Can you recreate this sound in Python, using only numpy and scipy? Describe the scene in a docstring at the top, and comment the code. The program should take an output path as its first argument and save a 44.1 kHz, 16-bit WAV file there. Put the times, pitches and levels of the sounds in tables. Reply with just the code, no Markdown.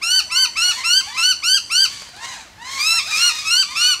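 """Squawking birds in a shaded garden

A bird close by squawks seven times, pauses, and squawks four times more. Each squawk is the bright
harmonic note of a vibrating membrane, filtered by throat and beak; it scoops up, climbs and drops away.
Birds farther off answer in lower, raspier arches. Leaves and trees scatter the calls, and a few wing
flicks and a faint outdoor rumble lie underneath."""
import sys
import numpy as np
from scipy import signal
from scipy.fft import rfft, irfft, next_fast_len
from scipy.io import wavfile
from scipy.ndimage import uniform_filter1d

SR = 44100
rng = np.random.default_rng(int(sys.argv[2]) if len(sys.argv) > 2 else 0)


def generate_wav(sig):
    """Save sig (samples, or channels by samples) to the path in sys.argv[1] as 16-bit PCM at SR."""
    pcm = np.round(np.clip(np.atleast_2d(sig).T, -1, 1) * 32767).astype(np.int16)
    wavfile.write(sys.argv[1], SR, pcm)


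N = 176400


def from_db(db):
    """Amplitude ratio of a level: a factor of ten for every 20 dB."""
    return 10 ** (np.asarray(db) / 20)


def rms_one(x):
    """Normalisation to unit mean power."""
    return x / np.sqrt(np.mean(x ** 2) + 1e-20)


def gain_at(spectrum, hz):
    """Frequency response: the gain at hz, with levels interpolated over log frequency."""
    f, db = np.transpose(spectrum)
    return from_db(np.interp(np.log(hz + 1e-3), np.log(f), db))


def noise(spectrum, size):
    """Spectral shaping of white noise gives coloured noise of unit power."""
    white = rfft(rng.standard_normal(size))
    return rms_one(irfft(white * gain_at(spectrum, np.fft.rfftfreq(size, 1 / SR)), size))


def drift(rate_hz, size):
    """Low-pass filtered noise: a smooth random wander with a spread of about 1."""
    step, run_in = 8, 1000  # one value every eighth sample, once the filter has settled
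    pole = np.exp(-2 * np.pi * rate_hz * step / SR)
    slow = rms_one(signal.lfilter([1], [1, -2 * pole, pole * pole], rng.standard_normal(4000)))[run_in:]
    return np.interp(np.arange(size) / step, np.arange(len(slow)), slow)


def add(out, start_s, x):
    """Superposition: x adds to the sound already present, from start_s on."""
    i = max(int(start_s * SR), 0)
    out[i:i + len(x)] += x[:max(len(out) - i, 0)]


def open_air():
    """Stationary broadband noise, strongest at low frequencies, is heard as a faint rumble."""
    # background spectrum: f/Hz, relative level/dB
    spectrum = [(20,-24),(35,-14),(52,-1),(90,0),(140,-5),(260,-6),(450,-13),(900,-8),(2000,-11),(5000,-16),(8000,-23),(16000,-35)]
    return from_db(-47.5) * noise(spectrum, N)


def wings():
    """Transients: feathers flick among the leaves in noise bursts that decay exponentially."""
    # wing flicks: t/s, relative level/dB
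    flicks = [(2.02,-28),(2.089,-32),(2.164,-29)]
    # spectrum of a flick: f/Hz, relative level/dB
    spectrum = [(300,-1),(1500,1),(5000,-1),(9000,-6),(15000,-23)]
    out, t = np.zeros(N), np.arange(SR // 10) / SR
    decay_s = 0.0059
    for start, db in flicks:
        add(out, start, from_db(db) * np.exp(-t / decay_s) * noise(spectrum, len(t)))
    return out


def foliage_scatter(x, leaves_db, trees_db, band_hz):
    """Diffuse scattering: leaves add a short tail, trees a longer one; long waves pass them by."""
    leaves_t60_s, trees_t60_s, first_echo_s = 0.22, 0.87, 0.0058
    t = np.arange(SR) / SR
    response = 0
    for db, t60 in ((leaves_db, leaves_t60_s), (trees_db, trees_t60_s)):
        tail = rng.standard_normal(SR) * from_db(-60 * t / t60) * (t > first_echo_s)
        response += from_db(db) * tail / np.linalg.norm(tail)
    response = signal.sosfilt(signal.butter(1, band_hz, "band", fs=SR, output="sos"), response)
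    return x + signal.fftconvolve(x, response)[:N]


def hard_echoes(x):
    """Interference: distinct reflections beat against the gliding note."""
    # reflections from ground and trunks: delay/s, level/dB re the direct sound
    reflections = [(.0045,-29.5),(0.012,-11),(.024,-16)]
    out = x.copy()
    for delay_s, db in reflections:
        add(out, delay_s, from_db(db) * x)
    return out


def syrinx(pitch, rasp, throat, tilt_db, waver, jitter, hiss, flutter_db, third_db=0, subharmonic=0):
    """Source and filter: the throat shapes a membrane's harmonics; rasp adds uneven cycles and hiss."""
    # hiss of a hoarse voice: f/Hz, relative level/dB
    hiss_spectrum = [(500,-20),(1100,-18),(1700,-6),(3200,-15),(4100,0),(4900,-25),(6000,0),(7800,-3.5),(10000,-15.5),(15500,-29)]
    n = len(pitch)
    hz = pitch * (1 + waver * drift(45, n) + jitter * rasp * drift(450, n))
    cycle_slip = 0.011 * drift(900, n)
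    phase = 2 * np.pi * np.cumsum(hz) / SR + cycle_slip
    tone, power = 0, 0
    for k in range(1, 16):
        source_db = tilt_db * np.log2(k) + third_db * (k == 3)
        gain = gain_at(throat, k * pitch) * from_db(source_db) * (k * pitch < 0.4 * SR)
        flutter = from_db(flutter_db * np.log2(k) * drift(70, n))
        tone += gain * flutter * np.sin(k * phase)
        power += gain ** 2 / 2
    tone *= 1 + subharmonic * rasp * np.cos(phase / 2)  # cycles alternate strong and weak
    shimmer = 1 + 0.46 * rasp * drift(500, n)
    breath = hiss * rasp * noise(hiss_spectrum, next_fast_len(n))[:n]
    return tone / np.sqrt(power) * shimmer + breath


def far_birds():
    """Joint modulation: each answer is an arch of pitch, loudest, brightest and hoarsest at its crest."""
    # calls: start, crest, end t/s; start, crest, end f/Hz; relative level/dB; rasp; tilt/(dB per octave)
    answers = [ (.03,.154,.29,596,943,577,-37,0,-2.5), (0.283,.395,.5,967,1060,907,-29,0.15,-2.5),
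               (0.594,.735,0.84,900,1141,1066,-29.5,0.68,5.5), (.62,.79,0.84,586,940,930,-34.5,0.8,-0.5),
               (.765,.81,0.88,967,1041,980,-27,0.37,-3.5), (.999,1.085,1.14,984,1157,1156,-30.5,0.44,3),
               (1.065,1.18,1.22,752,1044,1006,-28,0.34,-2), (1.769,1.952,2.095,802,1147,924,-37.5,0.94,1.5),
               (1.79,1.95,2.32,695,898,539,-43.5,.87,5), (2.129,2.3,2.39,679,995,582,-31.5,0.51,-0.5),
               (2.19,2.25,2.43,974,1071,814,-33.5,0.66,-4), (2.201,2.37,2.49,626,837,554,-37.5,0.88,-1),
               (2.573,2.745,2.84,818,1101,1046,-25.5,0.48,-1), (2.632,2.79,2.97,637,1100,940,-29.5,1,4.5),
               (2.92,3.091,3.18,601.4,1275,1288,-24,0.2,3.5), (3.053,3.18,3.35,536.6,1110,888,-24.5,0.91,5),
               (3.212,3.372,3.47,1100,1258,1140,-26.5,0.56,3), (3.303,3.447,3.59,863,1136,984,-30,0.5,3),
               (3.62,3.717,3.81,1100,1196,1160,-30,0.34,1.5), (3.682,3.85,3.97,920,1245,1043,-27,0.57,1.5)]
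    # colour of the distant voices: f/Hz, gain/dB
    throat = [(500,-12),(660,-9),(1050,-4),(1500,-1),(2100,0.5),(3200,-5.5),(4050,0),(5200,-4),(6200,-9.5),(7800,-17),(12000,-30),(15500,-34)]
    edge_drop_db, edge_dull_db_per_octave, fade_share = 10.5, 10.5, 0.068
    out = np.zeros(N)
    for start, crest, end, start_hz, crest_hz, end_hz, db, crest_rasp, crest_tilt_db in answers:
        t = np.arange(start, end, 1 / SR)
        off_crest = np.interp(t, [start, crest, end], [1, 0, 1])
        slack = off_crest ** 1.8
        pitch = crest_hz + (np.where(t < crest, start_hz, end_hz) - crest_hz) * slack
        uneven_db = 2.5 * drift(28, len(t))
        fade = np.clip((1 - off_crest) / fade_share, 0, 1)
        envelope = from_db(db - edge_drop_db * slack + uneven_db) * fade
        rasp = crest_rasp * (1 - 0.94 * slack)
        tilt_db = crest_tilt_db - edge_dull_db_per_octave * slack
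        voice = syrinx(pitch, rasp, throat, tilt_db, waver=0.00827, jitter=0.043, hiss=1.0,
                       flutter_db=1.14, subharmonic=0.17)
        add(out, start, envelope * voice)
    return out


def near_bird():
    """Timbre follows vocal effort: a squawk starts held back, breaks into full voice and ends hoarse."""
    # pitch contours, one per squawk: points of t/s, f/Hz
    contours = [
        [(.012,1001),(.034,1316),(.09,1415),(.12,1489),(.176,1540),(.194,1483),(.215,1127)],
        [(.298,1044),(.318,1316),(.348,1363),(.364,1472),(.386,1514),(.398,1540),(.446,1514),(.468,1115)],
        [(.553,984),(.574,1310),(.606,1344),(.624,1426),(.66,1451),(.706,1455),(.728,1200)],
        [(.828,1003),(.848,1323),(.89,1394),(.96,1529),(.984,1580),(1.006,1548),(1.018,1180)],
        [(1.158,1073),(1.18,1310),(1.218,1342),(1.24,1459),(1.26,1486),(1.308,1526),(1.324,1420),(1.336,1176)],
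        [(1.422,997),(1.442,1320),(1.492,1500),(1.53,1533),(1.546,1610),(1.564,1600),(1.592,1237)],
        [(1.695,980),(1.715,1315),(1.775,1503),(1.827,1590),(1.849,1507),(1.87,1154)],
        [(2.778,1136),(2.82,1200),(2.878,1317),(2.964,1357),(2.984,1336),(3.012,1083)],
        [(3.106,1207),(3.144,1214),(3.224,1412),(3.275,1443),(3.294,1382),(3.315,1125)],
        [(3.446,1254),(3.504,1318),(3.52,1412),(3.55,1432),(3.59,1549),(3.622,1557),(3.642,1105)],
        [(3.746,1160),(3.77,1322),(3.825,1436),(3.894,1515),(3.936,1430),(3.952,1190)],
    ]
    # squawks: break t/s, level/dB, swell at the break/dB, start rasp, end rasp, tilt/(dB per octave)
    squawks = [ (0.106,-14.5,5.5,0.26,0,0.5), (0.358,-14,7,0.16,0.04,0), (.616,-15,4,0.36,0,-1),
               (0.901,-13.5,5,0.18,0,-0.5), (1.227,-14,5,0.38,0,-1.5), (1.475,-14,4.5,0.06,0.05,0),
               (1.754,-14,5,0.16,0.08,0), (2.858,-16.3,4,.25,.05,1.2), (3.208,-15.3,5,.45,.1,-.2),
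               (3.514,-14.5,5,0.13,0.15,-0.5), (3.81,-14.5,6,0.34,0.05,-0.5)]
    # resonances of throat and beak: f/Hz, gain/dB
    throat = [(950,1.5),(1300,-10.5),(1550,-11),(2200,6.5),(2650,-1),(3100,-2.5),(3550,-2),(4000,-4.5),(4350,-1),(4650,2.5),(5150,-2),(5700,-5),(6400,-10),(7500,-15),(8200,-11),(9100,-15),(10600,-27.5),(12100,-23.5),(13500,-31),(15500,-35)]
    attack_s, release_s, break_width_s = 0.028, 0.024, 0.009
    out = np.zeros(N)
    for contour, (break_s, db, swell_db, rasp_start, rasp_end, full_tilt_db) in zip(contours, squawks):
        times, hz = np.transpose(contour)
        t = np.arange(times[0], times[-1], 1 / SR)
        pitch = uniform_filter1d(np.interp(t, times, hz), size=200, mode="nearest")
        held_back = 0.5 - 0.5 * np.tanh((t - break_s) / break_width_s)
        opening = np.clip((t - times[0]) / attack_s, 0, 1)
        closing = np.clip((times[-1] - t) / release_s, 0, 1)
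        envelope = from_db(db - swell_db * held_back) * opening * closing ** 0.97
        rasp = np.linspace(rasp_start, rasp_end, len(t)) + 0.25 * (1 - closing)
        tilt_db = full_tilt_db - 5 * (1 - opening * closing)  # a soft voice is duller
        voice = syrinx(pitch, rasp, throat, tilt_db, waver=0.003, jitter=0.016, hiss=0.42,
                       flutter_db=1, third_db=-6 * held_back)  # the third harmonic flares at the break
        add(out, times[0], envelope * voice)
    return out


def scene():
    """Distance cues: the far flock is weaker than the near bird, and more of its sound is scattered."""
    near = foliage_scatter(hard_echoes(near_bird()), leaves_db=-8.5, trees_db=-14, band_hz=(3200, 11000))
    far = foliage_scatter(far_birds() + wings(), leaves_db=-3, trees_db=-8, band_hz=(1100, 9200))
    return (near + from_db(-5.5) * far + open_air())[None]


def record(dry):
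    """Band limiting: a steep low-pass filter removes the highest treble."""
    cutoff_hz = 15650
    return signal.sosfilt(signal.ellip(16, 0.1, 90, cutoff_hz, fs=SR, output="sos"), dry)


dry = scene()
out = record(dry)
generate_wav(out)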